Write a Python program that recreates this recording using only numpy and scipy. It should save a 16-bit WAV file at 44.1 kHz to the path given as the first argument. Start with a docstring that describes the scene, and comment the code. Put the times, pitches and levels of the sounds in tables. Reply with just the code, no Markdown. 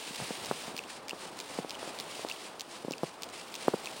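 """A trigger spray bottle mists a large snowball in a snowy yard, about three strokes a second.
Close by, each stroke clicks the plastic trigger, often chirps the pump valve, and lets out a puff of hiss.
Right at the microphone, fingers knock dully on the camera body; its audio coding adds a faint fizz to each.
A boot shifts in the snow, and the street murmurs far away. The snow gives no echo."""
import sys
import numpy as np
from scipy import signal
from scipy.fft import rfft, irfft, next_fast_len
from scipy.io import wavfile
from scipy.ndimage import map_coordinates

SR = 44100
rng = np.random.default_rng(int(sys.argv[2]) if len(sys.argv) > 2 else 0)


def generate_wav(signal):
    """Clip the signal to [-1, 1] and save it as 16-bit WAV at the path in sys.argv[1]."""
    frames = np.transpose(np.atleast_2d(signal))
    scaled = np.clip(frames, -1, 1) * 32767
    pcm = np.round(scaled).astype(np.int16)
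    wavfile.write(sys.argv[1], SR, pcm)


N = 176400  # 4 s

# pulls of the trigger: t/s, relative level/dB
STROKES = [(.1476, -21), (0.4476, -20), (0.7659, -17.5), (1.0830, -18.5), (1.39, -20), (1.6955, -19.5),
           (1.9886, -18.5), (2.2874, -19.5), (2.5966, -18), (2.9091, -21), (3.2218, -17.5), (3.5416, -18),
           (3.8463, -21)]
# the three clicks within a stroke: t/s after the pull, level/dB against the stroke
STROKE_CLICKS = [(0, -4), (0.0116, -0.5), (0.0196, -8.5)]
# lone ticks of the trigger: t/s, relative level/dB
LONE_TICKS = [(2.323, -27.5), (2.9818, -29), (3.2893, -30.5), (3.3, -33)]
# spectrum of the plastic spray head: f/Hz, level/dB
PLASTIC_SPECTRUM = [(100, -50), (1600, -15.5), (2400, 0), (3500, -1.5), (4800, 0), (7000, -7), (10000, -12),
                    (13000, -9.5), (15500, -4.5)]

def trigger(snap_t60_s=0.0026, ring_t60_s=0.021, ring_db=-10.5, gain_db=-4, size=2048):
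    """Close by, each stroke snaps the plastic three times; every snap rings very briefly."""
    out, t = np.zeros(N), np.arange(size) / SR
    fade = amp(-60 * t / snap_t60_s) + amp(ring_db - 60 * t / ring_t60_s)
    clicks = [(s + delay, db + offset_db) for s, db in STROKES for delay, offset_db in STROKE_CLICKS]
    for s, db in clicks + LONE_TICKS:
        snap = struck(fade * rng.standard_normal(size), lambda hz: along(PLASTIC_SPECTRUM, hz))
        snap *= np.linalg.norm(fade) / np.linalg.norm(snap)  # equal energy in every snap
        add(out, s, amp(db + gain_db) * snap)
    return out


# chirps of the pump valve: t/s, level/dB, f/Hz
CHIRPS = [(0.7916, -24.5, 2530), (0.8387, -35.5, 2700), (1.1096, -25.5, 2740), (1.7466, -38, 2920),
          (1.753, -35, 3000), (2.3145, -26, 2660), (2.3634, -38, 2860), (2.9367, -28, 2670),
          (3.873, -27, 2600)]

def valve(width_s=0.0012, rasp_db=-10, drift_rad=0.55):
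    """In the spray head, the pump valve flutters for a few cycles: a rough, pitched chirp."""
    out, t = np.zeros(N), np.arange(N) / SR
    drift = drift_rad * wobble(910)
    rasp = amp(rasp_db) * noise(PLASTIC_SPECTRUM)
    for s, db, hz in CHIRPS:
        swell = (1 + ((t - s) / width_s) ** 2 / 2) ** -2
        out += amp(db) * swell * (np.sin(2 * np.pi * hz * (t - s) + drift) + rasp)
    return out


# puffs of mist: t/s, length/s, level/dB
PUFFS = [(-.03, 0.13, -48.5), (0.154, 0.18, -45), (.44, 0.23, -50), (0.868, 0.084, -46.5),
         (1.185, 0.066, -47), (1.473, 0.1, -47), (1.772, 0.12, -46.5), (2.074, .13, -49),
         (2.372, 0.084, -46.5), (2.685, 0.068, -47.5), (3.01, 0.064, -48), (3.317, 0.079, -46),
         (3.588, 0.091, -46.5), (3.88, .12, -53)]
# spectrum of a puff: f/Hz, level/dB
PUFF_SPECTRUM = [(200, -17), (1000, -16.5), (1700, 1), (2700, 2.5), (3500, 0.5), (4900, 1), (6300, -4.5),
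                 (9700, -3), (13000, -13.5), (15500, -10.5)]
# hiss lingering between the puffs: t/s, level/dB
HISS_LEVEL = [(0, -43.5), (.38, -42), (.64, -42.5), (.73, -48.5), (.86, -52), (1.02, -59), (1.15, -50),
              (1.33, -51.5), (1.42, -48.5), (1.7, -49.5), (2.04, -46), (2.33, -45.5), (2.53, -54),
              (2.85, -52), (3.18, -54.5), (3.5, -48), (3.8, -46.5), (4, -44)]
# spectrum of that hiss: f/Hz, level/dB
HISS_SPECTRUM = [(200, -34), (1000, -13), (1700, -4), (2700, 1.5), (3500, 0.5), (4900, -2), (6300, -7),
                 (9700, -5), (13000, -9), (15500, -6)]

def spray(attack_s=0.024, release_s=0.037, sputter_db=1.5, surge_db=0.62):
    """Mist leaves the nearby nozzle in puffs over a lingering hiss."""
    flow, t = np.zeros(N), np.arange(N) / SR
    for s, length, db in PUFFS:
        rise = np.clip((t - s) / attack_s, 0, 1)
        fall = np.exp(-(np.maximum(t - s - length, 0) / release_s) ** 2)
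        flow += amp(db) * rise * fall
    flicker = amp(sputter_db * wobble(150) + surge_db * wobble(35))
    puffs = flow * noise(PUFF_SPECTRUM)
    hiss = amp(curve(HISS_LEVEL)) * noise(HISS_SPECTRUM)
    return flicker * (puffs + hiss)


# knocks on the camera: t/s, level/dB, treble corner f/Hz, bass level/dB
KNOCKS = [(0.1076, -35, 450, 10), (.2008, -25.5, 1400, 0), (.3068, -23, 705, 2), (0.3109, -25, 700, 2),
          (0.5124, -13.5, 1310, 1), (0.522, -31, 910, -5), (.680, -29, 497, 8.5), (.684, -45, 450, 2),
          (.744, -33, 600, 4), (1.132, -24, 1140, 1), (1.501, -34.5, 500, 0), (1.588, -19, 756, 3),
          (1.5917, -30.5, 400, 11.5), (1.5986, -32.5, 504, 6), (1.6468, -25, 750, -4),
          (1.8293, -26.5, 1190, -7), (1.876, -28.5, 800, -1), (2.194, -30, 800, -5),
          (2.2483, -21.5, 680, -12), (2.848, -24, 474, -1), (2.8823, -23, 520, 0), (2.8859, -32, 400, 7),
          (2.9089, -24, 480, -1), (3.0332, -15, 770, 4), (3.039, -22.5, 550, 0), (3.6818, -7.5, 915, -3),
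          (3.7364, -22.5, 1010, -1), (3.739, -18, 630, 5), (3.7412, -18, 600, 0)]
# response of the camera body: f/Hz, level/dB
BODY_SPECTRUM = [(30, -39), (80, -30.5), (150, -8.5), (300, -2), (450, -1), (800, -4), (1250, -6),
                 (1800, -12), (3000, -42)]
CODER_FIZZ_SPECTRUM = [(100, -60), (9000, -40), (11000, 7), (13500, 0), (15000, -20)]

def handling(shudder_t60_s=0.045, shudder_db=-26.5, fizz_t60_s=0.014, fizz_db=-20, size=4096):
    """At the microphone, fingers knock the camera: a dull push and a low shudder; the coding fizzes."""
    out, t = np.zeros(N), np.arange(size) / SR
    # 36 light, dark touches at random times
    touches = [(rng.uniform(0, N / SR), rng.uniform(-45, -39), 600, 0) for _ in range(36)]
    lowpass = signal.butter(2, 270, fs=SR, output="sos")
    push = -1.0 * (t == 0)
    shudder_fade = amp(shudder_db - 60 * t / shudder_t60_s)
    fizz_fade = amp(-60 * t / fizz_t60_s)
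    for s, db, corner_hz, bass_db in KNOCKS + touches:
        def colour_db(hz):
            """Softer contacts have a lower corner and sound darker."""
            bass_shelf = bass_db / (1 + (hz / 254) ** 4)
            treble_loss = 12 * np.log10(1 + (hz / corner_hz) ** 4)
            return along(BODY_SPECTRUM, hz) + bass_shelf - treble_loss
        shudder = signal.sosfilt(lowpass, shudder_fade * rng.standard_normal(size))
        thud = struck(push + shudder, colour_db)
        fizz = struck(fizz_fade * rng.standard_normal(size), lambda hz: along(CODER_FIZZ_SPECTRUM, hz))
        add(out, s, amp(db) * (thud + amp(fizz_db) * fizz))
    return out


# shifts of the boot: centre t/s, half length/s, level/dB
BOOT_SHIFTS = [(0.223, 0.024, -40), (.49, 0.094, -51)]
# spectrum of packing snow: f/Hz, level/dB
SNOW_SPECTRUM = [(40, -35), (80, -4.5), (170, 2.5), (300, -13), (800, -6), (2000, -27), (6000, -45)]

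def boot(crunch_db=3):
    """On the ground, snow packs under a shifting boot with a low, uneven crunch."""
    t = np.arange(N) / SR
    weight = sum(amp(db) * np.exp(-((t - s) / half) ** 2) for s, half, db in BOOT_SHIFTS)
    return weight * amp(crunch_db * wobble(200)) * noise(SNOW_SPECTRUM)


# traffic as heard in the yard: t/s, level/dB
STREET_LEVEL = [(0, -47.5), (.6, -45.5), (1.05, -48.5), (1.6, -45.5), (2.3, -46), (2.6, -48.5), (3.2, -48),
                (3.7, -45.5), (4, -47)]
# spectrum of the distant traffic: f/Hz, level/dB
STREET_SPECTRUM = [(25, -18), (60, -18), (120, -8), (250, 0), (450, 1), (850, 1.5), (1200, -2.5),
                   (1600, -8), (2500, -14.5), (5000, -24), (15000, -56)]

def street(waver_db=1.4):
    """Far beyond the yard, traffic murmurs steadily."""
    return amp(curve(STREET_LEVEL) + waver_db * wobble(12)) * noise(STREET_SPECTRUM)


def amp(db):
    """Decibels to gain."""
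    return 10 ** (np.asarray(db) / 20)


def along(spectrum, hz):
    """Rows of f/Hz, level/dB read at hz on a log axis."""
    f, db = np.transpose(spectrum)
    return np.interp(np.log(hz + 1), np.log(f + 1), db)


def curve(rows):
    """Rows of t/s, level/dB read at every sample."""
    return np.interp(np.arange(N) / SR, *np.transpose(rows))


def wobble(rate):
    """A smooth random curve, rate knots a second."""
    knots = rng.standard_normal(int(N * rate / SR) + 4)
    return map_coordinates(knots, [np.arange(N) * rate / SR])


def filtered(x, response):
    """x through a gain that depends on frequency."""
    m = next_fast_len(N + SR // 2)
    return irfft(rfft(x, m) * response(np.fft.rfftfreq(m, 1 / SR)), m)[..., :N]


def noise(spectrum):
    """Coloured noise of rms 1."""
    x = filtered(rng.standard_normal(N), lambda hz: amp(along(spectrum, hz)))
    return x / x.std()


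def struck(force, colour_db):
    """A short force through a minimum-phase filter, scaled to peak 1."""
    n = len(force)
    gain = amp(colour_db(np.fft.rfftfreq(n, 1 / SR)))
    cepstrum = irfft(np.log(gain + 1e-6))
    cepstrum[1:n // 2] *= 2  # folded so that the ringing follows the force
    cepstrum[n // 2 + 1:] = 0
    x = irfft(rfft(force) * np.exp(rfft(cepstrum)))
    return x / np.abs(x).max()


def add(out, s, x):
    """Mix x into out at time s."""
    i = int(np.clip(round(s * SR), 0, N))
    out[i:i + len(x)] += x[:N - i]


def scene():
    """The yard from the camera's position, without echo and alike in both channels."""
    mono = trigger() + valve() + spray() + handling() + boot() + street()
    return np.array([mono, mono])


# response of the camera microphone: f/Hz, level/dB
MICROPHONE = [(20, -2.5), (9900, -0.5), (10200, -12), (16000, -9)]

def record(dry):
    """The camera microphone dulls the top treble and keeps nothing above 16 kHz."""
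    return filtered(dry, lambda hz: amp(along(MICROPHONE, hz)) * (hz < 16000))


dry = scene()
out = record(dry)
generate_wav(out)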